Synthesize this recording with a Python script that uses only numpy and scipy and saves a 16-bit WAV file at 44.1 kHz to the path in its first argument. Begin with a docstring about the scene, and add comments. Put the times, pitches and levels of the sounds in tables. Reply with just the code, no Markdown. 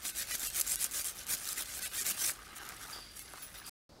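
"""Wet metal wool on a brass vase

A wet pad scrubs a small vase held in rubber gloves, close by in a workshop. Hard back-and-forth
strokes are swarms of tiny wire slips; then the vase is turned and scraped lightly, the pad squelches
and squeaks, and plucked strands ring. The sound cuts out and returns as bare room tone."""
import sys
import numpy as np
from scipy import signal
from scipy.fft import rfft, irfft, next_fast_len
from scipy.io import wavfile
from scipy.ndimage import uniform_filter1d, map_coordinates

SR = 44100
rng = np.random.default_rng(int(sys.argv[2]) if len(sys.argv) > 2 else 0)


def wrap_up_sound(samples):
    """Save the sound to the file named by the first command line argument, as 16-bit audio."""
    columns = np.atleast_2d(samples).T
    # keep every value between -1 and 1, then stretch to whole-number steps
    tamed = np.clip(columns, -1, 1)
    steps = np.round(tamed * 32767).astype(np.int16)
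    wavfile.write(sys.argv[1], SR, steps)


N = 176400
T = np.arange(N) / SR


def amp(db):
    """Decibels to gain."""
    return 10 ** (np.asarray(db) / 20)


def unit(x):
    """Scale to rms 1."""
    return x / np.sqrt(np.mean(x ** 2) + 1e-20)


def level(rows):
    """Gain per sample from (t/s, level/dB) points."""
    return amp(np.interp(T, *np.transpose(rows)))


def dips(times_s, depth_db, half_s):
    """Gain with a Gaussian dip at each time."""
    return amp(-depth_db * sum(np.exp(-((T - s) / half_s) ** 2) for s in times_s))


def wobble(knots_per_s, size=N):
    """Smooth random curve."""
    return map_coordinates(rng.standard_normal(8000), [T[:size] * knots_per_s], mode='wrap')


def filtered(x, response):
    """Apply a frequency response."""
    size = next_fast_len(N + SR // 2)
    return irfft(rfft(x, size) * response(np.fft.rfftfreq(size, 1 / SR)), size)[:N]


def coloured(x, points, size=4096):
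    """Minimum-phase filter of unit energy, shaped by (f/Hz, level/dB) points."""
    hz, db = np.transpose(points)
    shape_db = np.interp(np.log(np.fft.rfftfreq(size, 1 / SR) + 1), np.log(hz), db)
    cepstrum = irfft(np.log(amp(shape_db)))
    cepstrum[1:size // 2] *= 2
    cepstrum[size // 2 + 1:] = 0
    impulse = irfft(np.exp(rfft(cepstrum)))
    return signal.fftconvolve(x, impulse / np.linalg.norm(impulse))[:N]


def resonate(x, modes):
    """Parallel resonances (f/Hz, width/Hz, level/dB)."""
    return filtered(x, lambda f: sum(amp(db) * 1j * f * width / (hz * hz - f * f + 1j * f * width)
                                     for hz, width, db in modes))


def slips(rate_per_s, spread_db):
    """Random tiny impulses of uneven size, rms 1."""
    chance = np.clip(rate_per_s / SR, 1e-4, 1)
    size = amp(spread_db * np.clip(rng.standard_normal(N), -2, 2)) * rng.choice([-1, 1], N)
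    return unit((rng.random(N) < chance) * size / np.sqrt(chance))


def deforming(x, depth_db, size=512):
    """Resonances come and go as the pad deforms."""
    spectra = signal.stft(x, nperseg=size)[2]

    def patches(bins, frames):
        across_bins = uniform_filter1d(rng.standard_normal(spectra.shape), bins, axis=0)
        return unit(uniform_filter1d(across_bins, frames, axis=1))

    gain = amp(depth_db * patches(3, 5) + 0.9 * patches(36, 4))
    return signal.istft(spectra * unit(gain), nperseg=size)[1][:N]


# Room tone spectrum under the work: f/Hz, relative level/dB
ROOM_SPECTRUM = [(20, -36.5), (49, 2), (65, -8), (300, -16), (1000, -26.5), (15000, -46.5)]
# Handling rumble envelope: t/s, level/dB
RUMBLE_LEVEL = [(0, -74), (.5, -59.5), (1.2, -68.5), (1.9, -61.5), (2.3, -74)]
# Handling rumble spectrum: f/Hz, relative level/dB
RUMBLE_SPECTRUM = [(20, -35), (48, -2), (62, -14.5), (300, -60.5)]
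def background(room_db=-61):
    """Steady room tone and a swelling low rumble of handling."""
    room = amp(room_db) * coloured(rng.standard_normal(N), ROOM_SPECTRUM)
    return room + level(RUMBLE_LEVEL) * coloured(rng.standard_normal(N), RUMBLE_SPECTRUM)


# Closing room tone spectrum: f/Hz, relative level/dB
BARE_ROOM_SPECTRUM = [(30, -8.5), (330, -9.5), (800, -15.5), (2800, -32), (4700, -22.5), (7000, -32.5),
                      (15000, -42)]
def bare_room(level_db=-57.5):
    """Steady, brighter room tone."""
    return amp(level_db) * coloured(rng.standard_normal(N), BARE_ROOM_SPECTRUM)


def workshop(x, t60_s=0.092, echo_db=-14.5):
    """Add a short echo from bench and tiled wall."""
    t = np.arange(SR // 2) / SR
    tail = rng.standard_normal(len(t)) * amp(-60 * t / t60_s) * (t > 0.002)
    return x + amp(echo_db) * signal.fftconvolve(x, tail / np.linalg.norm(tail))[:N]


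# Wire end modes: f/Hz, relative level/dB
STRAND_MODES = [(8226, -9), (10212, -6), (10955, -1), (14982, -1)]
# Plucks: t/s, level/dB, tilt about 11 kHz/(dB/octave)
STRAND_PLUCKS = [(3.421, -40, 12), (3.572, -47, 9.12)]
# Loose ends brushing the rim: t/s, level/dB re shimmer_db
SHIMMER_LEVEL = [(2.55, -18), (2.95, -2), (3.1, -14), (3.2, 5), (3.27, -8), (3.5, -8)]
def strands(t60_s=0.18, shimmer_db=-54.5, width_hz=60.4):
    """Wire ends ring thinly when plucked and shimmer when brushed."""
    plucked, t = np.zeros(N + SR), np.arange(SR // 2) / SR
    envelope = (1 - np.exp(-t / 0.0057)) * amp(-60 * t / t60_s)
    for s, db, tilt_db in STRAND_PLUCKS:
        for hz, mode_db in STRAND_MODES:
            gain = amp(db + mode_db + tilt_db * np.log2(hz / 11000) + rng.normal(0, 1))
            plucked[round(s * SR):][:len(t)] += gain * envelope * np.sin(2 * np.pi * hz * t)
    brushed = resonate(slips(500, spread_db=8), [(hz, width_hz, db) for hz, db in STRAND_MODES[:-1]])
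    shimmer = unit(brushed * amp(2.5 * wobble(22)))
    return plucked[:N] + amp(shimmer_db) * level(SHIMMER_LEVEL) * shimmer


# Squeaks: t/s, time to fall by fade_db/s, level/dB
RIM_SQUEAKS = [(2.921, 0.14, -47), (3.638, .07, -49)]
# Squeak resonances: f/Hz, width/Hz, relative level/dB
RIM_MODES = [(3499.2, 500, -10), (4660, 60, 3.5), (4800, 140, -3)]
def squeaks(chatter_hz=52, fade_db=9, attack_s=0.0092):
    """The pad chatters over the rim in fading pulses."""
    envelope = sum(amp(db - fade_db * np.maximum(T - s, 0) / fade_s) * np.clip((T - s) / attack_s, 0, 1)
                   for s, fade_s, db in RIM_SQUEAKS)
    chatter = amp(1.2985 * np.sin(2 * np.pi * chatter_hz * T + wobble(28)))
    return envelope * unit(resonate(chatter * rng.standard_normal(N), RIM_MODES))


# Squelch envelope: t/s, level/dB
SQUELCH_LEVEL = [(0, -62.5), (2.53, -56.5), (2.63, -47), (2.76, -56), (2.96, -51.5), (3.03, -62.5),
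                 (3.2, -64), (3.38, -53.5), (3.46, -60), (3.69, -57)]
# Squelch spectrum: f/Hz, relative level/dB
SQUELCH_SPECTRUM = [(100, -10.5), (350, -5), (600, -10.5), (830, -2.5), (1050, -6), (1250, 2), (1550, 0),
                    (2000, -6.5), (3500, -13), (15000, -42)]
# Liquid pops: t/s, level/dB, f/Hz
LIQUID_POPS = [(2.295, -29, 1734), (2.962, -41, 430), (2.986, -40, 900), (3.336, -38.5, 1011),
               (3.393, -39, 1520)]
def squelch(pop_t60_s=0.03):
    """Liquid crackles in the squeezed pad, with a few larger pops."""
    crackle = coloured(slips(1800, spread_db=5.5) * amp(1.1 * wobble(70)), SQUELCH_SPECTRUM)
    out = level(SQUELCH_LEVEL) * unit(deforming(crackle, depth_db=2.5))
    for s, db, hz in LIQUID_POPS:
        t = np.maximum(T - s, 0)
        envelope = amp(db - 60 * t / pop_t60_s) * (1 - np.exp(-t / 0.00019))
        out += envelope * np.sin(2 * np.pi * hz * t + 2 * wobble(900))
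    return out


# Glassy zings: centre t/s, level/dB, lowest f/Hz
GLASSY_ZINGS = [(0.135, -50, 1500), (0.329, -37, 1955), (0.48, -39, 2730), (0.779, -44.5, 1550),
                (1.843, -38.5, 1511), (1.905, -51, 2500), (1.992, -35, 1850), (3.207, -48.5, 2160),
                (3.4, -52, 1487)]
def zings(count=18, span_hz=11500, half_s=0.015, jitter_rad=0.45):
    """Brief glassy clusters: rough, unevenly spaced partials above a lowest one."""
    out, t = np.zeros(N), np.arange(-SR // 16, SR // 16) / SR
    envelope = np.exp(-(t / half_s) ** 2)
    for s, db, low_hz in GLASSY_ZINGS:
        hz = np.r_[low_hz, low_hz + span_hz * (np.arange(count) + rng.random(count) + 0.5) / count]
        jitter = jitter_rad * np.array([wobble(300, size=len(t)) for _ in hz])
        partials = np.sin(2 * np.pi * (hz[:, None] * t + rng.random((len(hz), 1))) + jitter)
        gains = np.r_[np.sqrt(2), amp(2 * rng.standard_normal(count))]
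        out[round((s + t[0]) * SR):][:len(t)] += amp(db) * envelope * unit(gains @ partials)
    return out


def ticks(count=4000, rate_per_s=260, centre_hz=8640, decay_cycles=2.6):
    """Single wires flick free, each giving a few cycles at its own pitch."""
    gap_draw, phase = rng.random((count, 2)).T[:, :, None]
    pitch_draw, size_draw = rng.standard_normal((count, 2)).T[:, :, None]
    starts = (np.cumsum(-np.log(gap_draw), axis=0) * SR / rate_per_s).astype(int)
    hz = np.clip(centre_hz * np.exp(0.28 * pitch_draw), 5000, 15500)
    samples = np.arange(160)
    cycles = hz * samples / SR
    envelopes = amp(6.9 * np.clip(size_draw, -2, 2)) * np.exp(-cycles / decay_cycles)
    waves = envelopes * np.sin(2 * np.pi * (cycles + phase))
    return unit(np.bincount((starts + samples).ravel(), waves.ravel(), N)[:N])


# Rasp spectrum: f/Hz, relative level/dB
RASP_SPECTRUM = [(60, -14.5), (150, -7.5), (400, -10), (580, -7), (1000, -13.5), (1300, -2.5), (2000, -2),
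                 (6000, -5), (15000, -46.5)]
# Vase resonances: f/Hz, width/Hz, relative level/dB
VASE_MODES = [(573, 70, -5), (1553, 15, 1), (3950, 1200, -10.5), (4630, 33, -2.5)]
def rasp(effort, judder, exponent=0.56):
    """Lower slip noise rings the vase; it grows more slowly than the effort."""
    clumps = unit(judder * amp(1.96 * wobble(300)))
    friction = effort ** exponent * clumps * slips(5000, spread_db=2.5)
    rub = deforming(coloured(friction, RASP_SPECTRUM), depth_db=3)
    return rub + resonate(rub, VASE_MODES)


# Wire slip and snap spectrum: f/Hz, relative level/dB
WIRE_SPECTRUM = [(300, -29), (3000, -13), (4800, -7.5), (6000, -2), (8500, 0.5), (11700, -1), (13500, -4.5),
                 (15800, -7.5)]
def scratch(effort, judder):
    """Wires slip in bright clumps, denser and louder with effort."""
    clumps = unit(judder * amp(2.64 * wobble(1300)))
    friction = effort * clumps * slips(2000 + 9000 * effort, spread_db=4.5)
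    return deforming(coloured(friction, WIRE_SPECTRUM), depth_db=3.5)


# Snags letting go: t/s, burst level/dB
WIRE_SNAGS = [(0.091, -31), (0.2727, -34), (0.3958, -29.5), (0.431, -29), (0.502, -28), (0.597, -26),
              (0.612, -15), (0.6155, -17), (.7085, -27), (0.758, -23), (0.843, -15), (0.912, -31.5),
              (1.045, -27), (1.268, -29), (1.5604, -33.5), (2.014, -24), (2.2758, -22), (2.304, -20),
              (2.69, -30), (3.1934, -32), (3.336, -37)]
def snags(decay_s=0.0006):
    """A strand catches and snaps free."""
    bursts = sum(amp(db) * (T >= s) * np.exp(-np.abs(T - s) / decay_s) for s, db in WIRE_SNAGS)
    return coloured(bursts * rng.standard_normal(N), WIRE_SPECTRUM)


def stroke(start_s, peak_s, end_s, sharpness=1.18):
    """A stroke gathers speed and slows towards the turn."""
    rise = (T - start_s) / (peak_s - start_s)
    fall = (end_s - T) / max(end_s - peak_s, 1e-9)
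    return np.sin(np.pi / 2 * np.clip(np.minimum(rise, fall), 0, 1)) ** sharpness


# Pad resting on the brass: t/s, level/dB
CONTACT_LEVEL = [(0, -55), (.14, -52.5), (.7, -46.5), (1.25, -54.5), (1.38, -46), (1.9, -54.5),
                 (2.15, -43.5), (2.31, -47.5), (2.38, -60), (2.9, -54.5), (3.07, -64.5), (3.4, -56),
                 (3.7, -66.5)]
# Hard strokes: start t/s, peak t/s, end t/s, level/dB, extra rasp effort/dB
HARD_STROKES = [(0.019, 0.085, 0.12, -37, 0.5), (0.132, 0.206, 0.26, -37.5, 1),
                (0.256, 0.35, 0.37, -36.5, 7.5), (0.359, 0.473, 0.49, -37, 2.5),
                (0.526, 0.601, 0.61, -31, -0.5), (0.634, 0.741, 0.76, -33.5, -3.5),
                (0.784, 0.831, .878, -33, -1.5), (0.906, 0.993, 1.037, -34.5, 1),
                (1.029, 1.052, 1.1417, -38.5, -5), (1.149, 1.18, 1.257, -48.5, 0),
                (1.267, 1.336, 1.3592, -32, 0), (1.38, 1.533, 1.533, -39, -2.5),
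                (1.555, 1.601, 1.642, -35, 3.5), (1.648, 1.792, 1.803, -41.5, -3),
                (1.799, 1.847, 1.888, -37.5, 4.5), (1.911, 2.019, 2.037, -35, -0.5),
                (2.038, 2.103, 2.128, -31, 2.5), (2.15, 2.274, 2.328, -31.5, -1.5)]
# Light scrapes: start t/s, peak t/s, end t/s, level/dB, extra rasp effort/dB
LIGHT_SCRAPES = [(2.548, 2.578, 2.59, -44, -2.5), (2.58, 2.643, 2.78, -54, 1),
                 (2.806, 2.83, 2.86, -48.5, 1), (2.88, 2.915, 2.99, -50, -18),
                 (3.149, 3.191, 3.245, -48.5, -8), (3.335, 3.421, 3.52, -62, 7.5),
                 (3.535, 3.548, 3.615, -53, 5), (3.655, 3.676, 3.71, -46.5, -4.5)]
def wool(reference_db=-36, tick_db=-9.5, rasp_db=-9.5):
    """Contact and strokes drive the juddering pad's scratch, ticks and rasp."""
    turns = dips([row[2] for row in HARD_STROKES[:-1]], depth_db=1.5, half_s=0.0079)
    power = rasp_power = (level(CONTACT_LEVEL) * turns) ** 2
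    for start_s, peak_s, end_s, db, extra_db in HARD_STROKES + LIGHT_SCRAPES:
        stroke_power = (amp(db) * stroke(start_s, peak_s, end_s)) ** 2
        power = power + stroke_power
        rasp_power = rasp_power + stroke_power * amp(extra_db) ** 2
    reference = amp(reference_db)  # level at effort 1
    effort = np.sqrt(power) / reference
    judder = amp(1.1 * wobble(110))
    bright = scratch(effort, judder)
    low = rasp(np.sqrt(rasp_power) / reference, judder)
    return reference * (bright + amp(tick_db) * effort * ticks() + amp(rasp_db) * low)


def scene(cut_s=3.695, return_s=3.892, stick_s=0.004):
    """Scrubbing over a low rumble, a gap of silence, then room tone alone; mono."""
    # The pad sticks just before each snag; the scrubbing thins under each zing.
    sticking = dips([s - stick_s for s, _ in WIRE_SNAGS], depth_db=4, half_s=stick_s)
    thinning = dips([row[0] for row in GLASSY_ZINGS], depth_db=15, half_s=0.0074)
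    pad = sticking * wool() + snags() + squelch() + squeaks() + strands()
    work = thinning * workshop(pad) + zings()
    return ((work + background()) * (T < cut_s) + bare_room() * (T > return_s))[None]


def record(dry, hiss_db=-108, top_hz=15790, edge_hz=300):
    """Add a trace of hiss, then low-pass steeply."""
    def low_pass(hz):
        return np.sin(np.pi / 2 * np.clip((top_hz - hz) / edge_hz + 0.5, 0, 1)) ** 2

    return np.array([filtered(ch + amp(hiss_db) * rng.standard_normal(N), low_pass) for ch in dry])


dry = scene()
out = record(dry)
wrap_up_sound(out)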